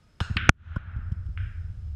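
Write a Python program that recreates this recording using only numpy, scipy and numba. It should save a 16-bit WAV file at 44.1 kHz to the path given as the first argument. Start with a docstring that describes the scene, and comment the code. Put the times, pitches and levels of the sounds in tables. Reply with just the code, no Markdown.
"""Pool break from the table's edge

One microphone at the rail, in a faintly humming room. The cue cracks, the cue ball hops and splits
the rack, and one ball slams in right beside the microphone, overloading it; the gain control ducks,
then lets the room's ring swell back. Balls rumble over the slate, thump the cushions and kiss again."""
import sys
import numpy as np
from scipy import signal
from scipy.fft import rfft, irfft
from scipy.io import wavfile
from scipy.ndimage import minimum_filter1d
from numba import njit

SR = 44100
rng = np.random.default_rng(int(sys.argv[2]) if len(sys.argv) > 2 else 0)


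def transcribe(signal):
    """Save signal, clipped to [-1, 1], as a 16-bit WAV file at the path in sys.argv[1]."""
    frames = np.atleast_2d(signal).T
    limited = np.clip(frames, -1, 1)
    pcm = np.round(limited * 32767).astype(np.int16)
    wavfile.write(sys.argv[1], SR, pcm)


N = 85995
TIME = np.arange(N) / SR
BIN_HZ = np.maximum(np.arange(N // 2 + 1) * SR / N, 1)


def undb(db):
    return 10 ** (np.asarray(db) / 20)

def fade(t60):
    """Exponential decay, 60 dB down after t60 seconds."""
    return np.exp(-np.log(1000) * TIME / t60)

def onset(rise_s):
    """Smooth rise from 0 to 1."""
    return 1 - np.exp(-(TIME / rise_s) ** 2)

def at(x, start_s):
    """The sound x, delayed to start_s."""
    return np.concatenate([np.zeros(int(start_s * SR)), x])[:N]

def butter(x, hz, kind, order=2):
    """Low- or high-pass."""
    return signal.sosfilt(signal.butter(order, hz, kind, fs=SR, output="sos"), x)

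def shaped(gain):
    """Noise of rms 1 with the given gain at each frequency."""
    x = irfft(gain * np.exp(2j * np.pi * rng.random(len(gain))), N)
    return x / np.std(x)

def noise(colour):
    """Noise of rms 1 with a spectrum of (Hz, dB) points, falling away beyond its ends."""
    hz, db = np.array(colour).T
    skirts = (np.minimum(BIN_HZ / hz[0], 1) * np.minimum(hz[-1] / BIN_HZ, 1)) ** 2
    return shaped(undb(np.interp(np.log(BIN_HZ), np.log(hz), db)) * skirts)

def burst(colour, t60):
    """A short crack of coloured noise with the energy of its envelope."""
    envelope = fade(t60) * onset(rise_s=.0003)
    x = noise(colour) * envelope
    return x * np.sqrt(np.sum(envelope ** 2) / np.sum(x ** 2))

def ring(modes, rise_s):
    """Decaying modes that build up while the contact lasts."""
    tones = sum(undb(db) * np.sin(2 * np.pi * hz * TIME) * fade(t60) for hz, db, t60 in modes)
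    return tones * onset(rise_s)

def room(colour):
    """Diffuse ring of the room after one blow; each octave above the knee dies sooner."""
    t60, knee_hz, damping, build_s = .86, 1500, .41, .0086
    spectrum, tail = rfft(noise(colour)), 0
    octaves_up = np.maximum(np.log2(BIN_HZ / knee_hz), 0)
    for octave in range(5):
        band = np.maximum(1 - abs(octaves_up - octave), 0)
        tail += irfft(spectrum * band, N) * fade(t60 * 2 ** (-octave * damping))
    return tail * (1 - np.exp(-TIME / build_s))


# Room tone around the table (frequency [Hz], level [dB])
AIR_COLOUR = [(15, -41), (25, 1.5), (59, 5), (224, -8), (286, -12), (749, -20.5), (811, -27), (879, -21.5),
              (1240, -23), (1350, -18.5), (1760, -23.5), (5140, -30), (15000, -43.5)]
# Bands of the room's hum (centre [Hz], width [Hz], level [dB])
HUM_BANDS = [(1250, 60, -79), (5148, 160, -81)]

def room_tone():
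    """Still air around the table, with a faint hum of narrow noise bands."""
    hum = sum(undb(db) * shaped(1 / (1 + (2 * (BIN_HZ - hz) / width) ** 2))
              for hz, width, db in HUM_BANDS)
    return undb(-59.5) * noise(AIR_COLOUR) + hum


# Course of the rumble, heard at the rail (time [s], level [dB])
ROLL_LEVELS = [(.19, -82), (.24, -37.5), (.42, -28), (0.601, -37), (0.751, -29), (.9, -32), (1.05, -31),
               (1.2, -34), (1.36, -33), (1.41, -26.5), (1.48, -30), (1.53, -35.5), (1.72, -32),
               (1.93, -34.5)]
# Spectra of rolling balls, fast balls and cloth (frequency [Hz], level [dB])
ROLL_COLOUR = [(15, -29.5), (25, -7.5), (48, -8), (70, -3), (85, 3), (119, -14.5), (140, -29), (173, -21),
               (217, -46), (255, -41.5), (366, -56.5), (458, -53.5), (900, -55.5), (1170, -104.5),
               (1980, -120)]
FAST_COLOUR = [(140, -2.5), (200, -2.5), (400, -21)]
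CLOTH_COLOUR = [(530, -30.5), (900, -7), (932, 4.5), (1690, -48), (2940, 5), (4760, -13), (5160, 1.5),
                (5590, -11.5), (9920, -11.5), (14000, -26.5)]

def rolling():
    """Balls rumble on the bed and rustle the cloth; a higher rumble from the break dies as they slow."""
    times, db = np.array(ROLL_LEVELS).T
    grain = np.exp(.6 * noise([(10, -9), (150, -8.5)]))  # makes the rustle uneven
    cloth = noise(CLOTH_COLOUR) * grain / np.sqrt(np.mean(grain ** 2))
    break_s = CLACKS[0][0]
    fast = at(undb(-35.5) * noise(FAST_COLOUR) * fade(t60=2.3), break_s)
    return fast + undb(np.interp(TIME, times, db)) * (noise(ROLL_COLOUR) + undb(-48.5) * cloth)


# Blows on slate and cushions (time [s], level [dB], push length [s], ring re push [dB], scuff [dB])
THUMPS = [(0.2084, -20, 0.0063, 4, -49), (0.2971, -25.5, 0.0058, 1, -58), (0.3058, -18.5, .007, -7.5, -70),
          (0.361, -18, 0.005, -3, -61), (0.4906, 11.5, 0.0041, -22, -58), (0.7633, -3, 0.0037, -15, -40),
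          (0.9599, -20, .009, 1.5, -54.5), (.986, -24, 0.005, -6, -76.5), (1.1159, -15, 0.0071, -7.5, -50),
          (1.258, -33, 0.0094, -8.5, -61), (1.286, -24, 0.0089, -7.5, -73)]
# Modes of the table's bed (frequency [Hz], level [dB], t60 [s])
BED_MODES = [(92, 0.5, 0.078), (167.5, -14, 0.047)]
SCUFF_T60_S = .033

def thumps():
    """Each soft blow pushes the table once, sets its bed ringing and scuffs the cloth."""
    bed, track = ring(BED_MODES, rise_s=.002), 0
    for start_s, db, push_s, ring_db, scuff_db in THUMPS:
        pulse = np.sin(np.pi * np.minimum(TIME / push_s, 1)) ** 2
        push = butter(pulse, hz=42, kind="high")
        scuff = undb(scuff_db) * burst(CLOTH_COLOUR, SCUFF_T60_S)
        track += at(undb(db) * (push + undb(ring_db) * bed), start_s) + at(scuff, start_s + push_s / 2)
    return track


# Modes of the rail (frequency [Hz], level [dB], t60 [s])
RAIL_MODES = [(568, 5.5, 0.016), (1055, 7, 0.018), (1458, 7, 0.028), (1550, 0, .015), (3210, -14.5, 0.021)]

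def rail_knock():
    """A ball scuffs the cloth and knocks on the rail."""
    knock = undb(-2.5) * ring(RAIL_MODES, rise_s=.0044)
    scuff = undb(-33.5) * burst(CLOTH_COLOUR, SCUFF_T60_S)
    return at(knock + scuff, start_s=.76)


# The tip's crack, direct and back from the room (frequency [Hz], level [dB])
CUE_COLOUR = [(150, -30), (250, -2), (723, -6), (1320, 3), (2160, -14), (3560, -1), (4520, -22),
              (5280, -9.5), (5850, -26.5), (15000, -38)]
CUE_ROOM = [(400, -16), (1100, -10.5), (1480, 3), (2100, -16), (2750, -7.5), (3300, -15.5), (4100, -10.5),
            (4700, -18.5), (5300, -10.5), (5900, -26), (6700, -13), (7400, -24), (8100, -18.5), (9500, -33),
            (15000, -43.5)]
# Modes of the cue shaft (frequency [Hz], level [dB], t60 [s])
SHAFT_MODES = [(1438, -4, 0.68), (1570, -3.5, 0.4), (1180, -10, .05), (787, 1, 0.076), (2830, -4.5, 0.26),
               (4120, -10.5, 0.24), (5300, -11, 0.12), (6580, -14, .2), (8100, -15, 0.12)]

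def cue_strike():
    """The tip cracks on the cue ball, the shaft rings and the room answers."""
    crack = undb(-23) * burst(CUE_COLOUR, t60=.038)
    shaft = undb(-38) * ring(SHAFT_MODES, rise_s=.0015)
    return at(crack + shaft + undb(-40) * room(CUE_ROOM), start_s=.2033)


# Ball on ball, out on the table (time [s], direct level [dB], room level [dB], low-pass [Hz])
# The break's first clack is bright, its second duller, and the late kiss faint and dullest.
CLACKS = [(0.3683, -15, -29.5, 12950), (0.371, -12, -23, 4500), (1.3748, -29, -44, 3110)]
# A clack, direct and back from the room (frequency [Hz], level [dB])
CLACK_COLOUR = [(400, -16.5), (900, -20.5), (1400, 2.5), (2800, 2), (3800, -6), (4900, -14), (5800, -35.5),
                (10000, -32.5), (15000, -41)]
CLACK_ROOM = [(450, -29.5), (950, -24.5), (1200, -9), (1500, 5.5), (2000, -4.5), (2400, -2.5), (3100, -6.5),
              (3800, -13), (4400, -30), (5400, -26), (6300, -45), (10000, -58)]

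def ball_clacks():
    """Hard balls meet: a few milliseconds of crack, then the room."""
    track = 0
    for start_s, db, room_db, top_hz in CLACKS:
        clack = undb(db) * burst(CLACK_COLOUR, t60=.017) + undb(room_db) * room(CLACK_ROOM)
        track += at(butter(clack, top_hz, "low", order=4), start_s)
    return track


# Modes of the slam, close up (frequency [Hz], level [dB], t60 [s])
SLAM_MODES = [(820, -5, .016), (1436, 2, 0.026), (2362, 6.5, 0.0061), (3190, -5, .012), (5150, -20.5, .012),
              (6440, -15, .012), (10700, -34, .008)]
# The slam, back from the room (frequency [Hz], level [dB])
SLAM_ROOM = [(300, -22.5), (600, -15.5), (1050, -12.5), (1400, 1), (1600, -2.5), (2000, -10), (3200, -11.5),
             (4000, -18.5), (4600, -27.5), (6600, -26), (9000, -41.5)]

def close_slam():
    """The hardest blow rings briefly right beside the microphone and fills the room."""
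    direct = undb(16.5) * ring(SLAM_MODES, rise_s=.00069)
    return at(direct + undb(-9.5) * room(SLAM_ROOM), start_s=.492)


def scene():
    """Everything that reaches the microphone at the table's edge, in mono."""
    return (cue_strike() + ball_clacks() + close_slam() + rail_knock()
            + thumps() + rolling() + room_tone())[None]

@njit
def follow_peaks(x, release_s):
    """Follows peaks at once and lets go exponentially."""
    keep = np.exp(-1 / (release_s * SR))
    envelope, level = np.empty(len(x)), 0.
    for i in range(len(x)):
        level = max(x[i], level * keep)
        envelope[i] = level
    return envelope

def gain_control(sensed):
    """Gain reduction in dB: it reacts late and too hard, holds, then lets go slowly."""
    threshold_db, slope, attack_s, hold_s = -14.5, 1.93, .0085, .05
    wanted_db = slope * np.maximum(20 * np.log10(abs(sensed) + 1e-9) - threshold_db, 0)
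    window = 2 * int(hold_s / 2 * SR) + 1
    held_db = at(-minimum_filter1d(-wanted_db, window), hold_s / 2)  # peak of the last hold_s
    lag = np.exp(-1 / (attack_s * SR))
    return signal.lfilter([1 - lag], [1, -lag], follow_peaks(held_db, release_s=.18))

def record(dry):
    """The recorder ducks loud blows, adds its own hiss, clips what gets past and dulls the treble."""
    split_hz, hardness, top_hz = 160, 3.4, 16000
    bass = butter(dry[0], split_hz, "low", order=3)
    upper = butter(dry[0], split_hz, "high", order=3)
    duck_db = gain_control(upper + undb(-11.5) * bass)  # the bass counts less and is ducked less
    hiss = undb(-89.5) * noise([(200, .5), (5000, -15.5), (14000, -18)])
    ducked = bass * undb(-.35 * duck_db) + upper * undb(-duck_db) + hiss
    clipped = ducked / (1 + abs(ducked) ** hardness) ** (1 / hardness)
    dulled = butter(clipped, hz=10980, kind="low")
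    steep_lowpass = signal.ellip(8, .2, 70, top_hz, fs=SR, output="sos")
    return signal.sosfilt(steep_lowpass, dulled)[None]


dry = scene()
out = record(dry)
transcribe(out)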